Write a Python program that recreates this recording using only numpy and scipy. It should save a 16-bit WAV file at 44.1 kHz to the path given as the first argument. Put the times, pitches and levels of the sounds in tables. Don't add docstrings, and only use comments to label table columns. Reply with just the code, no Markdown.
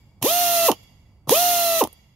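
import sys
import numpy as np
from scipy import signal
from scipy.fft import rfft, irfft
from scipy.io import wavfile
from scipy.ndimage import uniform_filter1d

SR = 44100
rng = np.random.default_rng(int(sys.argv[2]) if len(sys.argv) > 2 else 0)


def file_out(sig):
    cols = np.atleast_2d(sig).T
    lim = np.clip(cols, -1, 1)
    pcm = np.round(lim * 32767).astype(np.int16)
    wavfile.write(sys.argv[1], SR, pcm)


N = 94815

# freq_hz, density_db
RUMBLE_SPECTRUM = [(20, -14.5), (45, -0.5), (80, 4.5), (160, -3.5), (260, -13), (450, -23), (900, -21),
                   (1600, -39.5), (4000, -49), (9000, -49), (16000, -51)]
# time_s, level_db
RUMBLE_LEVELS = [(0, -54.5), (1.15, -54), (2.15, -58)]
# freq_hz, density_db
SHEET_SPECTRUM = [(200, -21.5), (500, -11), (1000, -18), (1300, -10.5), (1600, -5), (2200, 1), (2600, -9),
                  (3300, 0), (4100, -11), (4800, -0.5), (5800, -10.5), (7300, -3.5), (8500, -16.5),
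                  (12500, -11.5), (16000, -14)]
# freq_hz, peak_db
SHEET_MODES = [(2143, -6), (2260, -2.5), (2800, -5), (3370, -3), (4700, -2.5), (4890, -5), (5523, -12.5),
               (6988, -13.5), (12470, -8)]
# freq_hz, t60_s
SHEET_DECAY = [(500, 0.78), (2200, 1.7), (2900, 1.1), (8000, 1.1), (16000, 0.7)]
# freq_hz, gain_db
REFLECTION_SPECTRUM = [(200, -12.5), (600, -12.5), (1400, -12), (2200, -2.5), (3000, -8), (7000, -13),
                       (16000, -17)]
# start_s, knock_db, click_db, tick_db, rise_s, decay_s
IMPACTS = [(0.213, -40.5, -56, -60, .002, 0.012), (0.2215, -23.5, -22.5, -18.5, 0.0065, 0.003),
           (0.2372, -23, -41, -47.5, .002, .003), (0.7139, -27.5, -19, -21.5, 0.0023, 0.0018),
           (0.7199, -21, -44.5, -55, 0.003, 0.0055), (0.828, -63, -66, -62.5, .004, .012),
           (1.2705, -28.5, -56, -54, 0.0037, 0.006), (1.292, -9.5, -15.5, -15, 0.0026, 0.0018),
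           (1.3072, -21, -33, -16, .002, .002), (1.837, -27, -24.5, -22.5, .002, 0.0024),
           (1.847, -23, -48, -56.5, .002, 0.0056), (1.872, -30, -43, -34.5, 0.0019, 0.0015),
           (1.9276, -47, -59, -40, 0.0017, 0.0027)]
# freq_hz, gain_db
KNOCK_SPECTRUM = [(110, -1), (200, 2), (350, -8.5), (600, -3), (900, 0), (1250, -14.5), (1600, -36.5),
                  (4000, -36), (16000, -51)]
# freq_hz, gain_db
CLICK_SPECTRUM = [(200, -25), (1500, -11.5), (2200, -5.5), (3000, 3.5), (4500, -3), (6800, 0.5),
                  (8000, -11), (16000, -22)]
# freq_hz, gain_db
TICK_SPECTRUM = [(4000, -42), (8500, -9), (10000, 1.5), (13000, -0.5), (16000, -8.5)]
# freq_hz, left_density_db, right_density_db
HISS_SPECTRUM = [(100, -21.5, -38.5), (250, -29.5, -16), (525, -12.5, -19), (1000, -9, -9.5),
                 (1200, -22, -6.5), (1480, -15, -18.5), (1850, -13.5, -6.5), (2150, -14.5, -15.5),
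                 (2810, -4.5, -4.5), (3600, -6, -1.5), (4200, -3, -3), (5000, -7.5, -5),
                 (5320, -13.5, -0.5), (6300, -9.5, 1.5), (6850, -9, 1.5), (7400, -14.5, -9), (8760, -8, -7),
                 (9700, 3.5, -0.5), (10300, -3, -3), (11200, -2.5, 0), (13000, -1.5, 4), (14600, -10, -1.5),
                 (15500, -4, -2)]
# freq_hz, power_share
HISS_SHARED = [(100, 0.82), (900, 1), (2000, 0.9), (3000, 0.77), (4000, 0.28), (16000, .42)]
# freq_hz, left_lead_rad
HISS_LEAD = [(0, 0), (3270, -1.15), (4220, 3), (5000, 2), (6800, 2.5), (7920, 5), (9650, 3), (11500, 2),
             (12600, -1.5), (13800, -1), (15500, 1.5), (16500, 1.8)]
# freq_hz, gain_db
HOUSING_RESPONSE = [(30, -29.5), (100, -9), (200, 1), (320, 4.5), (420, -1.5), (490, 4.5), (560, -1),
                    (600, -0.5), (632, -9.5), (660, -0.5), (700, 1), (900, 5), (1150, -1.5), (1400, -7.5),
                    (4000, 3.5)]
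# vane_multiple, level_db
PUMP_PARTIALS = [(1, -2), (2, -2.5), (3, -7), (4, -6.5), (5, -8), (6, -7.5)]
# vane_multiple, level_db, swell_db_per_s, left_minus_right_db
WHINE_PARTIALS = [(.2, -31.5, 3.5, 2), (.4, -32.5, 4, 0.5), (.6, -28, 2.5, -1.5), (.8, -37, 4, -0.5),
                  (1, -1, 0, 0.5), (1.2, -30.5, -5, -3), (1.4, -36.5, -1, -6), (1.8, -23, -3, 2.5),
                  (2, -12.5, 4.5, -4.5), (3, -29, 24.5, -5), (4, -19.5, 4.5, -1.5), (5, -29, -18, -8.5),
                  (6, -29.5, 12.5, -6.5), (7, -30, -2.5, -0.5), (8, -28.5, -1, -3.5)]
# start_s, shutoff_s, free_vane_hz, spin_up_tau_s, sag_hz_per_s, whine_db,
# whine_fade_db_per_s, air_db, air_fade_db_per_s, pump_db, edge_db
PULLS = [(0.2316, 0.67, 737.1, 0.031, 168.1, -18.5, -2.5, -21.5, 0.5, -11.5, 0),
         (1.293, 1.796, 742.7, 0.0315, 176.1, -16, 6.5, -19, 10.5, -13, 6)]

SHEET_DB, MODES_DB, MODE_WIDTH_HZ, EARLIER_RING_DB = -29.5, -0.5, 40, -67
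REFLECTION_DB, REFLECTION_T60_S = -14, 0.08
THUD_HZ, THUD_DB, THUD_LEAD_S, THUD_WIDTH_S = 130, -28.5, 0.002, 0.009
SEEP_DB, SEEP_LEAD_S, FLARE_DB, FLARE_WIDTH_S = -12, 0.021, 3.5, 0.018
AIR_RISE_S, AIR_HOLD_S, AIR_FALL_DB_PER_S, AIR_FALL_DB_PER_S2 = 0.017, 0.0093, 350, 2200.5
WHISTLE_HZ, WHISTLE_WIDTH_HZ, WHISTLE_DB = 12900, 150, 1.5
PUMP_DELAY_S, PUMP_RISE_S, PUMP_HOLD_S, PUMP_FALL_DB_PER_S = 0.0084, 0.01, 0.017, 411
PUMP_CUTOFF_HZ, PUMP_LEAK_DB = 1200, -16.5
PUMP_RING_HZ, PUMP_RING_WIDTH_HZ, PUMP_RING_DB = 2780, 130, -4.5
RASP_HZ, RASP_WIDTH_HZ, RASP_DB, RASP_DELAY_S, RASP_DECAY_S = 3150, 780, -5, 0.049, 0.024
SPUTTER_DB, SEAT_S, RASP_ROUGH_DB, PUFF_ROUGH_DB = 2.5, 0.073, 1.5, 2.5
LABOUR_DB, LABOUR_S = 3.5, 0.075
EDGE_HZ, EDGE_WIDTH_HZ = 4030, 120
VANES, SPEED_JITTER, COAST_S, COAST_SHAPE = 5, 0.0017, 0.039, 1.85


def undb(db):
    return 10 ** (np.asarray(db) / 20)


def unit(x):
    return x / np.sqrt(np.mean(x ** 2))


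def at(hz, table, column=1):
    table = np.array(table, float)
    return np.interp(np.log(np.maximum(hz, 1)), np.log(table[:, 0]), table[:, column])


def noise(gain, shared=0, lead_rad=0):
    white = rfft(rng.standard_normal((3, N)))
    shared = np.clip(shared, 0, 1)
    common = white[2] * np.exp(0.5j * lead_rad * np.array([[1], [-1]]))
    return unit(irfft(gain * (np.sqrt(shared) * common + np.sqrt(1 - shared) * white[:2]), N))


def walk(rate_hz):
    width = max(int(SR / rate_hz), 1)
    return unit(uniform_filter1d(uniform_filter1d(rng.standard_normal(N), width), width))


def ramp(x, length):
    return np.clip(x / length, 0, 1)


def bell(x, width):
    return np.exp(-(x / width) ** 2)


def pan(x, db):
    return x * undb(np.array([[db], [-db]]) / 2)


def low_cut(x, hz):
    return signal.sosfilt(signal.butter(2, hz, "high", fs=SR, output="sos"), x)


def rumble(t, f):
    bed = noise(undb(at(f, RUMBLE_SPECTRUM)), shared=0.95)
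    level_db = np.interp(t, *np.array(RUMBLE_LEVELS).T) + 0.61 * walk(12)
    return pan(bed * undb(level_db), db=-2.5)


def sheet_ring(t, f):
    modes = sum(undb(db) / (1 + (2 * (f - hz) / MODE_WIDTH_HZ) ** 2) for hz, db in SHEET_MODES)
    spectrum = rfft(noise(undb(at(f, SHEET_SPECTRUM))) + undb(MODES_DB) * noise(modes))
    centres_hz, t60s_s = np.array(SHEET_DECAY).T
    ring = 0
    for band, t60_s in zip(np.eye(len(centres_hz)), t60s_s):
        ring = ring + irfft(spectrum * np.interp(f, centres_hz, band), N) * undb(-60 * t / t60_s)
    return ring


def surroundings(t, f, tool):
    ring = sheet_ring(t, f)
    reflections = noise(undb(at(f, REFLECTION_SPECTRUM)), shared=0.48)
    reflections *= undb(-60 * t / REFLECTION_T60_S) * ramp(t, 0.0074)
    response = (undb(SHEET_DB) * unit(ring) + undb(REFLECTION_DB) * unit(reflections)) / np.sqrt(N)
    return signal.fftconvolve(tool, response, axes=1)[:, :N] + undb(EARLIER_RING_DB) * ring


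def clacks(t, f):
    knock = noise(undb(at(f, KNOCK_SPECTRUM)), shared=0.96)
    click = noise(undb(at(f, CLICK_SPECTRUM)), shared=0.63)
    tick = noise(undb(at(f, TICK_SPECTRUM)), shared=1)
    out = 0
    for start_s, knock_db, click_db, tick_db, rise_s, decay_s in IMPACTS:
        age_s = t - start_s
        envelope = ramp(age_s, rise_s) ** 2 * np.exp(-np.maximum(age_s - rise_s, 0) / decay_s)
        steel = pan(undb(click_db) * click + undb(tick_db) * tick, db=-8)
        out = out + envelope * (undb(knock_db) * knock + steel)
    return low_cut(out, hz=135)


def thud(on_s):
    lag_s = on_s + THUD_LEAD_S
    return undb(THUD_DB) * bell(lag_s, THUD_WIDTH_S) * np.sin(2 * np.pi * THUD_HZ * lag_s)


def exhaust(on_s, off_s, phase, f):
    sides_db = np.array([at(f, HISS_SPECTRUM, column=1), at(f, HISS_SPECTRUM, column=2)])
    whistle_db = WHISTLE_DB * bell(f - WHISTLE_HZ, WHISTLE_WIDTH_HZ)
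    hiss = noise(undb(sides_db + whistle_db), at(f, HISS_SHARED), at(f, HISS_LEAD))
    pulsing = 1 + 0.11 * np.cos(phase) + 0.06 * np.cos(phase / VANES)
    opening = ramp(on_s, AIR_RISE_S) + undb(SEEP_DB) * ramp(on_s + SEEP_LEAD_S, SEEP_LEAD_S) ** 2
    flare_db = FLARE_DB * bell(off_s, FLARE_WIDTH_S)
    emptying_s = np.maximum(off_s - AIR_HOLD_S, 0)
    fall_db = AIR_FALL_DB_PER_S * emptying_s + AIR_FALL_DB_PER_S2 * emptying_s ** 2
    return hiss * pulsing * opening * undb(flare_db - fall_db)


def pumping(off_s, vane_hz, phase):
    out = 0
    for k, db in PUMP_PARTIALS:
        hz = k * vane_hz
        muffle = undb(PUMP_LEAK_DB) + 1 / np.sqrt(1 + (hz / PUMP_CUTOFF_HZ) ** 20)
        resonance = undb(PUMP_RING_DB) * bell(hz - PUMP_RING_HZ, PUMP_RING_WIDTH_HZ)
        out = out + undb(db + at(hz, HOUSING_RESPONSE)) * (muffle + resonance) * np.sin(k * phase)
    rise = ramp(off_s - PUMP_DELAY_S, PUMP_RISE_S)
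    fall = undb(-PUMP_FALL_DB_PER_S * np.maximum(off_s - PUMP_HOLD_S, 0))
    return pan(out * ramp(vane_hz, 300) * rise * fall, db=-2.5)


def rasp(on_s, vane_hz, phase):
    out = 0
    for k in range(4, 8):
        gain = undb(RASP_DB + RASP_ROUGH_DB * walk(300)) * bell(k * vane_hz - RASP_HZ, RASP_WIDTH_HZ)
        out = out + gain * np.sin(k * phase + rng.uniform(0, 2 * np.pi))
    age_s = on_s - RASP_DELAY_S
    return out * ramp(age_s, 0.0079) * np.exp(-np.maximum(age_s, 0) / RASP_DECAY_S)


def whine(on_s, off_s, vane_hz, phase, edge_db):
    running_s = np.clip(on_s, 0, np.max(on_s - off_s))
    loose = 1 / (1 + (running_s / SEAT_S) ** 6)
    labour_db = LABOUR_DB * bell(running_s, LABOUR_S)
    out = 0
    for k, db, swell_db_per_s, pan_db in WHINE_PARTIALS:
        hz = k * vane_hz
        drive_db = SPUTTER_DB * loose * walk(140) if k == 1 else labour_db
        if k > 2:
            drive_db = drive_db + PUFF_ROUGH_DB * walk(200)
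        housing_db = at(hz, HOUSING_RESPONSE) + edge_db * bell(hz - EDGE_HZ, EDGE_WIDTH_HZ)
        gain = undb(db + swell_db_per_s * running_s + housing_db + drive_db)
        out = out + pan(gain * np.sin(k * phase + rng.uniform(0, 2 * np.pi)), pan_db)
    gate = ramp(on_s, 0.016) ** 2 * (1 - ramp(off_s + 0.0021, 0.017))
    return (out + rasp(on_s, vane_hz, phase)) * gate


def vane_rate(on_s, off_s, free_hz, spin_s, sag_hz_per_s):
    on_s = np.maximum(on_s, 0)
    spin_up = 1 - np.exp(-on_s / spin_s)
    coast = np.exp(-(np.maximum(off_s, 0) / COAST_S) ** COAST_SHAPE)
    return (free_hz - sag_hz_per_s * on_s) * spin_up * coast * (1 + SPEED_JITTER * walk(60))


def air_motor(t, f):
    out = 0
    for (start_s, shutoff_s, free_hz, spin_s, sag_hz_per_s, whine_db, whine_fade_db_per_s,
         air_db, air_fade_db_per_s, pump_db, edge_db) in PULLS:
        on_s, off_s = t - start_s, t - shutoff_s
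        vane_hz = vane_rate(on_s, off_s, free_hz, spin_s, sag_hz_per_s)
        phase = 2 * np.pi * np.cumsum(vane_hz) / SR
        tone = whine(on_s, off_s, vane_hz, phase, edge_db) * undb(whine_db - whine_fade_db_per_s * on_s)
        whoop = pumping(off_s, vane_hz, phase) * undb(pump_db)
        hiss = exhaust(on_s, off_s, phase, f) * undb(air_db - air_fade_db_per_s * on_s)
        out = out + thud(on_s) + tone + whoop + hiss
    return out


def scene():
    t = np.arange(N) / SR
    f = np.arange(N // 2 + 1) * SR / N
    tool = air_motor(t, f) + clacks(t, f)
    return tool + surroundings(t, f, tool) + rumble(t, f)


def record(dry):
    ceiling, top_hz = 0.92, 15680
    cut = low_cut(dry, hz=11)
    rounded = cut / (1 + (cut / ceiling) ** 4) ** (1 / 4)
    return signal.sosfilt(signal.ellip(12, 0.1, 80, top_hz, fs=SR, output="sos"), rounded)


dry = scene()
out = record(dry)
file_out(out)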